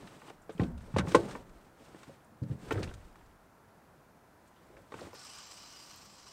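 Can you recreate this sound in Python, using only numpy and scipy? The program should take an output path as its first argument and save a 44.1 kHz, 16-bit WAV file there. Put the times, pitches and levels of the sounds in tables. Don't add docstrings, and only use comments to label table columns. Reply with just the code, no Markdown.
import sys
import numpy as np
from scipy import signal
from scipy.fft import rfft, irfft, next_fast_len
from scipy.io import wavfile
from scipy.ndimage import uniform_filter1d

SR = 44100
rng = np.random.default_rng(int(sys.argv[2]) if len(sys.argv) > 2 else 0)


def invert_db(x):
    u = np.asarray(x, float) / 20
    return 10 ** u


def persist_wave(psi):
    counts = np.round(np.clip(psi, -1, 1) * 32767).astype(np.int16)
    wavfile.write(sys.argv[1], SR, np.atleast_2d(counts).T)


N = 278712

# pitch_hz [Hz], level_db [dB], t60_s [s]
HULL_MODES = [(57.4, -10, 0.16), (69.3, -11, 0.26), (93, -3.5, 0.25), (117.6, -9, 0.11), (131.5, -1, 0.11),
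              (161, -0.5, 0.17), (187.2, -7.5, 0.33), (229, -6.5, 0.25), (266, -2, 0.11), (308, 1.5, 0.083),
              (335.3, 4, 0.094), (373, -7, 0.049), (401, -3.5, 0.13), (464, 2.5, 0.084), (526, -3.5, 0.14),
              (570, -3, 0.14), (658, -3.5, 0.11), (745.5, -6, 0.091), (854, 7.5, 0.077), (916, -9.5, 0.29),
              (1079, 7, 0.07), (1170, -4.5, 0.088), (1402, 1.5, 0.056), (1528, -7, 0.2), (1813, -1, 0.076),
              (1907, 6.5, 0.022), (2280, 4.5, 0.028), (2710, -2.5, 0.038)]


def rms_one(x):
    return x / np.sqrt(np.mean(x ** 2) + 1e-20)


def colour(x, spectrum):
    size = next_fast_len(len(x))
    hz = np.maximum(np.fft.rfftfreq(size, 1 / SR), 1)
    point_hz, point_db = np.array(spectrum).T
    level_db = np.interp(np.log(hz), np.log(point_hz), point_db, left=-90)
    return rms_one(irfft(rfft(x, size) * invert_db(level_db), size)[:len(x)])


def drift(rate_hz):
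    r = np.exp(-2 * np.pi * rate_hz / SR)
    slow = signal.lfilter([1], [1, -2 * r, r * r], rng.standard_normal(N + SR))
    return rms_one(slow[SR:])


def resonate(x, hz, width_hz):
    r = np.exp(-np.pi * width_hz / SR)
    gain = (1 - r * r) / 2
    return signal.lfilter([gain, 0, -gain], [1, -2 * r * np.cos(2 * np.pi * hz / SR), r * r], x)


def grains(per_s, spread_db):
    sizes = invert_db(spread_db * np.minimum(rng.exponential(1, N), 5)) * rng.choice([-1, 1], N)
    return sizes * (rng.random(N) < per_s / SR)


def swells(starts, lengths, levels_db, rise_db_s, fall_db_s):
    t = np.arange(0, N + 64, 64) / SR
    s, length, db = (np.asarray(v, float)[:, None] for v in (starts, lengths, levels_db))
    before_s = np.maximum(s - t, 0)
    after_s = np.maximum(t - s - length, 0)
    each = db - rise_db_s * before_s - fall_db_s * after_s
    return np.interp(np.arange(N) / SR, t, each.max(axis=0))


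def air():
    # pitch_hz [Hz], level_db [dB per Hz]
    far_spectrum = [(13, -51), (22, -23.5), (41, -8), (97, -4.5), (135, -6), (168, -4), (254, -7),
                    (405, -9.5), (533, -10), (595, -9), (1030, -10), (1120, -13), (1360, -12.5),
                    (3090, -29.5), (15600, -35)]
    level_db = -61 + 0.12 * drift(4.4)
    return invert_db(level_db) * colour(rng.standard_normal(N), far_spectrum)


def moving():
    # start_s [s], length_s [s], scuff_db [dB], rumble_db [dB]
    drags = [(0.0, 0.17, -62.5, -54.5), (0.213, 0.066, -62, -57.5), (0.613, 0.024, -61, -46.5),
             (0.831, 0.12, -66, -58), (1.03, 0.069, -74, -43), (1.111, 0.013, -48.5, -63),
             (1.201, 0.15, -57, -44), (1.44, 0.23, -74, -62), (1.8, 0.18, -66.5, -59),
             (1.945, 0.15, -64, -63), (2.497, 0.056, -70, -56), (2.585, 0.089, -63.5, -59),
             (2.637, 0.065, -60, -52), (2.748, 0.067, -58.5, -44), (2.83, 0.086, -64.5, -61),
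             (2.95, 0.1, -66.5, -62), (3.106, 0.16, -77, -66.5), (4.462, 0.26, -76.5, -74),
             (4.753, 0.07, -72, -66.5), (4.956, 0.03, -60.5, -56), (4.999, 0.034, -54.5, -52.5),
             (5.05, 0.12, -63, -65)]
    # start_s [s], heave_db [dB], sway_db [dB]
    loads = [(0.02, -64, -64), (0.4, -88, -64), (0.64, -70, -56), (0.74, -44.5, -52), (0.86, -58, -50.5),
             (1.02, -45, -65), (1.15, -45.5, -50), (1.36, -57, -57), (1.52, -66, -54), (2.69, -62, -55),
             (2.77, -41.5, -70), (2.88, -48, -47), (3.05, -63, -52.5), (3.27, -65, -58.5), (4.76, -63, -80),
             (5.0, -71, -84)]
    # pitch_hz [Hz], level_db [dB per Hz]
    scuff_spectrum = [(530, -19), (900, -5.5), (1590, -9), (1880, -9.5), (2390, -10), (4130, -14.5),
                      (6650, -18.5), (8550, -16.5), (10300, -28), (15500, -32.5)]
    rumble_spectrum = [(90, 1), (150, 2), (300, 1.5), (550, -3), (1100, -12.5), (2000, -22.5), (4000, -77)]
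    heave_spectrum = [(35, -12), (55, 2.5), (75, -18), (110, -0.5), (200, -27), (400, -87)]
    sway_hz, sway_width_hz = 27, 17

    s, length, scuff_db, rumble_db = np.transpose(drags)
    scuff_db = swells(s, length, scuff_db, rise_db_s=214, fall_db_s=175)
    rumble_db = swells(s, length, rumble_db, rise_db_s=415, fall_db_s=109.5)
    s, heave_db, sway_db = np.transpose(loads)
    heave_db = swells(s, 0 * s, heave_db, rise_db_s=171, fall_db_s=116)
    sway_db = swells(s, 0 * s, sway_db, rise_db_s=171, fall_db_s=120)

    rub = rng.standard_normal(N) * invert_db(2.16 * drift(20)) + 0.43 * grains(403, spread_db=-7.0)
    scuff = invert_db(scuff_db + 1.5) * colour(rub, scuff_spectrum)
    uneven = rng.standard_normal(N) * invert_db(3.0 * drift(18))
    rumble = invert_db(rumble_db) * colour(uneven, rumble_spectrum)
    heave = invert_db(heave_db) * colour(rng.standard_normal(N), heave_spectrum)

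    swing = resonate(rng.standard_normal(N), sway_hz, sway_width_hz)
    swing = resonate(swing, sway_hz, sway_width_hz)
    steady = swing / np.sqrt(uniform_filter1d(swing ** 2, SR // 13) + 1e-14)
    sway = invert_db(uniform_filter1d(sway_db, SR // 15)) * steady
    return scuff + rumble + heave + sway


def taps():
    # start_s [s], peak_db [dB], pitch_hz [Hz], t60_s [s]
    ticking_parts = [(0.285, -52, 3000, 0.052), (0.4187, -61, 7350, 0.082), (0.52, -57.5, 8000, 0.2),
                     (0.5784, -47.5, 2620, 0.026), (0.6823, -59, 7500, 0.04), (0.82, -61, 7000, 0.029),
                     (0.8639, -61, 3450, 0.028), (0.997, -47, 2200, 0.036), (1.002, -32, 1300, 0.05),
                     (1.209, -48, 4000, 0.03), (1.2326, -50, 3000, 0.03), (1.797, -58, 2500, 0.04),
                     (1.86, -58, 2500, 0.04), (2.2039, -60, 2400, 0.04), (2.245, -62, 8000, 0.043),
                     (2.4293, -58, 4500, 0.04), (2.4867, -63, 8500, 0.06), (2.7068, -38, 1980, 0.024),
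                     (2.72, -32.5, 2520, 0.03), (2.731, -53, 2800, 0.035), (2.742, -43, 1890, 0.021),
                     (2.755, -40, 1500, 0.06), (2.777, -37, 1380, 0.056), (2.823, -47, 2500, 0.02),
                     (2.8298, -34.5, 4200, 0.043), (2.875, -48, 2400, 0.04), (2.89, -50, 3000, 0.054),
                     (2.912, -46.5, 1500, 0.037), (3.003, -64, 8500, 0.02), (3.013, -59, 2470, 0.04),
                     (3.046, -70, 3970, 0.04), (3.1258, -66, 5000, 0.03), (3.19, -64, 2500, 0.03),
                     (3.213, -53, 1500, 0.032), (3.3114, -66, 2700, 0.03), (4.4762, -61, 7800, 0.08),
                     (4.56, -64, 3130, 0.27), (4.668, -67, 7500, 0.03), (4.818, -68, 7500, 0.03),
                     (4.982, -52, 2800, 0.03), (4.988, -42, 1190, 0.05), (5.009, -43.5, 4200, 0.04),
                     (5.029, -52, 3000, 0.03), (5.384, -42, 7400, 0.04), (5.386, -44, 3070, 0.04),
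                     (4.767, -53, 1700, 0.027), (0.616, -48, 4300, 0.036), (2.835, -44.5, 4430, 0.05),
                     (2.8307, -35.5, 2300, 0.067), (5.053, -51, 1000, 0.028), (2.721, -47, 13500, 0.055),
                     (2.832, -60, 12500, 0.04), (4.69, -58, 524, 0.14), (4.727, -51, 460, 0.21),
                     (4.785, -49, 490, 0.078)]
    t, out = np.arange(SR // 6) / SR, np.zeros(N)
    for s, db, hz, t60 in ticking_parts:
        width_hz = 0.32 * hz
        envelope = (1 - np.exp(-t / 0.00012)) * invert_db(-60 * t / np.clip(t60, .01, .3))
        burst = rng.standard_normal(len(t)) * envelope
        burst = resonate(resonate(burst, hz, width_hz), hz, 2 * width_hz)
        at = round(s * SR)
        out[at:at + len(t)] += invert_db(db) * burst / np.abs(burst).max()
    return out


def cracks():
    # start_s [s], crack_db [dB], top_db [dB], t60_s [s]
    crushed = [(0.0735, -43.5, -73, 0.034), (0.298, -45, -53, 0.036), (0.494, -46, -61, 0.15),
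               (0.595, -39.5, -76, 0.16), (0.634, -40, -71, 0.028), (0.941, -46, -63, 0.091),
               (0.9637, -34.5, -45, 0.15), (0.9834, -24, -31.5, 0.049), (0.991, -32, -55, 0.058),
               (1.081, -48, -41.5, 0.11), (1.1184, -32, -41, 0.035), (1.147, -20.5, -30, 0.075),
               (1.149, -38, -32.5, 0.068), (1.284, -44, -49, 0.14), (1.309, -41, -49.5, 0.092),
               (1.845, -66, -55.5, 0.11), (2.031, -44.5, -50.5, 0.053), (2.511, -51.5, -72, 0.062),
               (2.683, -49, -70, 0.032), (2.7083, -32, -44, 0.061), (2.725, -48, -41.5, 0.047),
               (2.773, -41, -68, 0.052), (2.829, -39, -41, 0.032), (2.836, -41, -47, 0.1),
               (2.874, -51, -74, 0.11), ]
    # start_s [s], crack_db [dB], top_db [dB]
    snaps = [(0.777, -49, -56), (0.8063, -49.5, -67), (1.4933, -56.5, -62), (2.434, -53.5, -60),
             (2.9377, -46, -47.5), (3.156, -52.5, -65), (3.2594, -63, -66), (4.475, -63, -66),
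             (4.7676, -58, -73), (4.92, -42, -65), (4.9402, -43, -57), (5.0052, -46, -62),
             (5.1482, -51, -46.5), (5.2498, -44.5, -47), (5.363, -49, -58), (5.3858, -48, -53)]
    # pitch_hz [Hz], level_db [dB per Hz]
    grit_spectrum = [(1180, 11.5), (2000, 1), (3770, -1.5), (4590, -9), (6140, -13), (8960, -23.5),
                     (11200, -34.5), (15500, -37)]
    snap_t60_s = 0.055

    rough = rng.standard_normal(N + SR) * invert_db(2.3 * rng.standard_normal(N + SR))
    grit = colour(rough, grit_spectrum)
    dull, top = [signal.sosfilt(signal.butter(3, 6000, kind, fs=SR, output="sos"), grit)
                 for kind in ("low", "high")]
    top = 0.77 * top + resonate(top, 8900, 1450)
    t, out = np.arange(SR // 6) / SR, np.zeros(N + SR)
    for s, crack_db, top_db, t60 in crushed + [(*row, snap_t60_s) for row in snaps]:
        at, t60 = round(s * SR), np.clip(t60, .015, .3)
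        envelope = (1 - np.exp(-t / (0.013 * t60))) * invert_db(-60 * t / t60)
        for part, db in ((dull, crack_db - 1.5), (top, top_db)):
            burst = envelope * part[at:at + len(t)]
            out[at:at + len(t)] += invert_db(db) * burst / np.abs(burst).max()
    return out[:N]


def tank():
    # start_s [s], peak_db [dB], pitch_scale [ratio]
    setdowns = [
        (2.417, -25, 1.0),
        (2.5098, -27.5, 1.04),
    ]
    # pitch_hz [Hz], level_db [dB], t60_s [s]
    tank_modes = [(108, -3.5, 0.16), (128, 0.5, 0.16), (169.8, -14, 0.51), (210.3, -9.5, 0.24),
                  (291.4, -9.5, 0.16), (401, -21.5, 0.18), (500, -19, 0.15), (561, -24, 0.23)]
    rise_s = 0.0035
    t, out = np.arange(SR // 3) / SR, np.zeros(N)
    hz, db, t60 = np.array(tank_modes).T[:, :, None]
    rise = 1 - np.exp(-(t / rise_s) ** 2)
    for s, peak_db, scale in setdowns:
        ringing = invert_db(db - 60 * t / t60) * np.sin(2 * np.pi * hz * scale * t)
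        thump = -ringing.sum(axis=0) * rise
        at = round(s * SR)
        out[at:at + len(t)] += invert_db(peak_db) * thump / np.abs(thump).max()
    return out


def bows():
    # start_s [s], peak_db [dB], from_hz [Hz], to_hz [Hz], t60_s [s]
    bowing_plates = [(0.598, -19, 157, 65, 0.08), (0.94, -25, 170, 70, 0.25), (2.5, -26, 160, 71, 0.14),
                     (2.763, -25.5, 114, 95, 0.17), (1.1475, -10.5, 1002, 1130, 0.061),
                     (1.146, -19, 1930, 1970, 0.04), (0.604, -28, 78, 63, 0.25),
                     (1.157, -11.5, 494, 510, 0.078), (1.203, -28.5, 440, 460, 0.054),
                     (2.784, -23.5, 396, 430, 0.041), (0.597, -40.5, 790, 760, 0.17),
                     (0.6, -41, 730, 675, 0.21), (0.77, -39, 74, 64, 0.23), (0.73, -38, 91, 68, 0.34),
                     (1.02, -27.5, 125, 69, 0.12), (1.17, -31.5, 130, 92, 0.16),
                     (0.55, -40, 185, 160, 0.11), (0.986, -27.5, 750, 990, 0.046),
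                     (1.174, -26, 510, 460, 0.048), (2.145, -63, 230, 220, 0.18),
                     (2.275, -57, 215, 215, 0.17), (2.32, -51.5, 215, 220, 0.13),
                     (2.35, -56, 170, 131, 0.18)]
    sink_s, rise_s = 0.019, 0.0016
    t, out = np.arange(SR // 2) / SR, np.zeros(N)
    for s, db, from_hz, to_hz, t60 in bowing_plates:
        cycles = to_hz * t + (from_hz - to_hz) * sink_s * (1 - np.exp(-t / sink_s))
        note = np.sin(2 * np.pi * cycles) * (1 - np.exp(-t / rise_s)) * invert_db(db - 60 * t / t60)
        at = round(s * SR)
        out[at:at + len(t)] += note
    return out


def strike(s, peak_db, centre_hz, share, chance, low_hz, high_hz, lead_db, onset, slope_db, scatter, stretch):
    hz, mode_db, t60 = np.array([m for m in HULL_MODES if low_hz <= m[0] < high_hz]).T[:, :, None]
    nearest = np.argmin(np.abs(hz - centre_hz))
    hz[nearest] = centre_hz
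    strength, phase = chance[:, :len(hz), None]
    t = np.arange(int(min(1.2 * t60.max() + 0.069, .45) * SR)) / SR
    near_db = -slope_db * np.abs(np.log2(hz / centre_hz)) - lead_db * (hz != centre_hz)
    rise = 1 - np.exp(-t * hz * onset)
    struck_panel = invert_db(-60 * t / (t60 * np.clip(share, .15, 2)))
    whole_hull = invert_db(-27.5 - 60 * t / (3.3 * t60))
    bent = t + stretch * 0.014 * (1 - np.exp(-t / 0.018))
    waves = np.sin(2 * np.pi * hz * bent + scatter * phase)
    level = invert_db(mode_db + near_db + 2.0 * strength)
    blow = (level * rise * (struck_panel + whole_hull) * waves).sum(axis=0)
    fade_out = np.minimum(1, 8 * (1 - t / t[-1]))
    return round(s * SR), invert_db(peak_db) * blow / np.abs(blow).max() * fade_out


def knocks():
    # start_s [s], peak_db [dB], panel_hz [Hz], ring_share [of the free decay]
    heel_booms = [(0.494, -44.5, 155, 0.3), (0.649, -30.5, 240.7, 0.48), (0.617, -24, 174.3, 0.5),
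                  (0.676, -32, 149, 0.41), (0.703, -48, 69, 0.74), (0.757, -44, 75, 0.69),
                  (0.966, -21, 145.8, 0.54), (0.994, -22, 171, 0.26), (1.011, -28, 104.5, 0.38),
                  (1.03, -33, 110, 0.34), (1.074, -29, 138, 0.51), (1.15, -26.5, 167, 0.5),
                  (1.236, -43, 191.4, 1.7), (2.079, -45, 141, 0.66), (0.705, -40.5, 232, 1.9),
                  (0.925, -42, 65.6, 0.28), (2.621, -46.5, 128, 1.2), (2.728, -30, 91, 0.45),
                  (2.802, -34, 109, 0.38), (2.828, -33.5, 83, 0.76), (2.874, -37.5, 71.6, 0.37),
                  (2.93, -43.5, 72, 1.3), (4.949, -44.5, 114, 0.74), (5.011, -47, 74.4, 1.1), ]
    boot_knocks = [(0.28, -45.5, 334, 1), (0.302, -45, 393, 0.58), (0.494, -29, 442, 0.41),
                   (0.596, -20.5, 295, 0.22), (0.617, -25.5, 250, 1), (0.612, -32.5, 451, 1),
                   (0.963, -23, 583, 0.17), (0.984, -30, 297, 0.6), (1.049, -34.5, 256, 0.78),
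                   (1.115, -35, 360, 0.63), (1.1465, -10, 448, 0.28), (1.149, -13.5, 341, 0.28),
                   (1.204, -40, 465, 0.38), (1.156, -25, 500, 0.4), (1.352, -50, 470, 0.7),
                   (1.946, -40, 324, 0.2), (2.087, -43, 550, 0.45), (2.766, -41, 295, 0.59),
                   (2.794, -50, 343, 0.37), (1.186, -26, 466, 0.54), (2.708, -28.5, 347, 0.47),
                   (2.7155, -23.5, 433, 0.49), (2.754, -32, 484, 1), (2.79, -34.5, 396, 0.54),
                   (2.826, -34.5, 370, 0.43), ]
    edge_clacks = [(0.218, -43, 1180, 0.25), (0.28, -45, 956, 0.7), (0.302, -41, 780, 0.19),
                   (0.494, -40, 835, 0.14), (0.596, -30.5, 1045, 1.6), (0.599, -32, 1970, 0.32),
                   (0.94, -44, 1433, 1.2), (0.963, -22, 875, 0.16), (0.987, -24, 2130, 0.47),
                   (1.010, -31, 1517, 0.27), (1.072, -34.5, 857, 0.36), (1.1462, -12, 855, 0.55),
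                   (1.352, -30.5, 953, 0.34), (1.946, -48.5, 1750, 0.54), (2.03, -54, 1180, 0.58),
                   (2.708, -26, 1355, 0.85), (2.712, -30.5, 2580, 1), (2.826, -43, 1370, 0.33),
                   (2.875, -62, 1350, 0.56), (2.895, -48, 1480, 0.16), (3.156, -51.5, 1251, 0.32)]
    # start_s [s], knock_db [dB], knock_hz [Hz], clack_db [dB], clack_hz [Hz]
    jolts = [(4.7, -49, 348, -61, 840), (4.768, -52, 550, -50, 1345), (4.921, -40.5, 432, -39, 905),
             (4.941, -36, 450, -35, 904), (5.015, -37, 516, -56, 740), (5.069, -42, 370, -51, 815),
             (5.131, -46, 540, -44, 1000), (5.149, -48.5, 325, -48, 1170)]
    mode_ranges = [
        (50, 250, 5, 1.55, 7, 0.71, 0.18),
        (250, 840, 3, 1.16, 12.5, 1.39, 0.0085),
        (747.4, 3100, 5, 0.58, 1.5, 3.32, 0.0018),
    ]

    middle, high = list(boot_knocks), list(edge_clacks)
    for s, knock_db, knock_hz, clack_db, clack_hz in jolts:
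        share = 0.33 - 0.025 * (clack_db + 40)
        middle.append((s, knock_db, knock_hz, share))
        high.append((s, clack_db, clack_hz, share))
    out = np.zeros(N + SR)
    for rows, modes in zip((heel_booms, middle, high), mode_ranges):
        for row in rows:
            chance = rng.standard_normal((2, len(HULL_MODES)))
            at, blow = strike(*row, chance, *modes)
            out[at:at + len(blow)] += blow
    return out[:N]


def spool():
    release_s, run_up_s = 5.122, 0.055
    thumb_s, grip_s = 6.06, 0.021
    ease_s, ease_over_s = 6.17, 0.016
    now = np.arange(N) / SR
    t = now - release_s
    run_up_db = 20 * np.log10(1e-4 + 1 - np.exp(-np.maximum(t, 0) / run_up_s))
    braked = np.clip((now - thumb_s) / grip_s, 0, 1)
    eased = np.clip((now - ease_s) / ease_over_s, 0, 1)
    hiss_db = -52.5 + run_up_db - 5 * t - 3.5 * braked + 3.5 * eased
    top_db = -71.5 + .5 * run_up_db + 2 * t - 7 * braked
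    return hiss_db, top_db


def wander(x, hz, width_hz):
    centre_hz = hz * (1 + 0.007 * drift(3)[:len(x)])
    turn = np.exp(2j * np.pi * np.cumsum(centre_hz) / SR)
    r = np.exp(-np.pi * width_hz / SR)
    return 2 * np.real(turn * signal.lfilter([1 - r], [1, -r], x / turn))


def reel():
    # time_s [s], turns_per_s [1/s]
    spool_turns = [(5.12, 32), (5.4, 39), (5.6, 33), (5.9, 27), (6.05, 24), (6.32, 22)]
    # pitch_hz [Hz], width_hz [Hz], level_db [dB]
    body_modes = [(1170, 62, -0.5), (1500, 80, 3.5), (2460, 65, -33), (2950, 67, 7), (3220, 42, -5.5),
                  (4140, 70, 8), (4880, 55, 6.5), (5320, 170, 8.5), (5950, 50, 3), (6280, 90, 3),
                  (7330, 340, -3.5), (8100, 650, 0.5)]
    # pitch_hz [Hz], level_db [dB per Hz]
    line_spectrum = [(530, -11), (900, -1.5), (1160, -0.5), (1370, -7.5), (2290, -5.5), (2940, -4),
                     (3530, -7), (5440, 1), (6890, -8), (8120, -11), (10500, -37), (13600, -50),
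                     (22000, -120)]
    lip_spectrum = [(6180, -27), (9500, -16), (11500, 2), (13500, 4), (15600, 0)]
    # start_s [s], peak_db [dB]
    guide_slaps = [(5.1423, -52), (5.247, -54), (5.3618, -55), (5.47, -56), (5.5945, -57), (5.7244, -61),
                   (5.8307, -63), (5.8621, -61), (5.9609, -50), (6.0452, -59)]

    hiss_db, top_db = spool()
    time_s, turns_per_s = np.transpose(spool_turns)
    turns = np.interp(np.arange(N) / SR, time_s, turns_per_s, left=0, right=0)
    angle = 2 * np.pi * np.cumsum(turns * (1 + 0.022 * drift(3.4))) / SR
    throb_db = 1.1 * np.sin(angle) + 1.1 * np.sin(3 * angle) + 1.3 * drift(60)
    rub = invert_db(throb_db) * (rng.standard_normal(N) + 2.0 * grains(3000, spread_db=2.0))

    start, body = 5 * SR, np.zeros(N)
    for k, (hz, width_hz, db) in enumerate(body_modes):
        level = (-1) ** k * invert_db(db + 2.0 * drift(6)[start:])
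        body[start:] += level * wander(rub[start:], hz, 0.6 * width_hz)
    body[:start] = np.resize(body[start:], start)
    hiss = rms_one(rms_one(body) + invert_db(1.0) * colour(rub, line_spectrum))

    slaps = np.full(N, 1e-18)
    for s, db in guide_slaps:
        slaps[round(s * SR)] = invert_db(db + 22.0)
    slaps = resonate(resonate(slaps, 13700, 1800), 14200, 5000)
    return invert_db(hiss_db + 2.5) * hiss + invert_db(top_db) * colour(rub, lip_spectrum) + slaps


def scene():
    hull_low_hz = 50.6
    low_cut = signal.butter(2, hull_low_hz, "high", fs=SR, output="sos")
    blows = signal.sosfilt(low_cut, knocks() + tank() + bows())
    return (blows + cracks() + moving() + reel() + air() + taps())[None, :]


def roll_off(x):
    return signal.sosfilt(signal.butter(12, 15730, fs=SR, output="sos"), x)


def record(dry):
    top_cut = signal.ellip(8, .3, 50, 15750, fs=SR, output="sos")
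    mix = signal.sosfilt(top_cut, dry)
    return roll_off(mix)


dry = scene()
out = record(dry)
persist_wave(out)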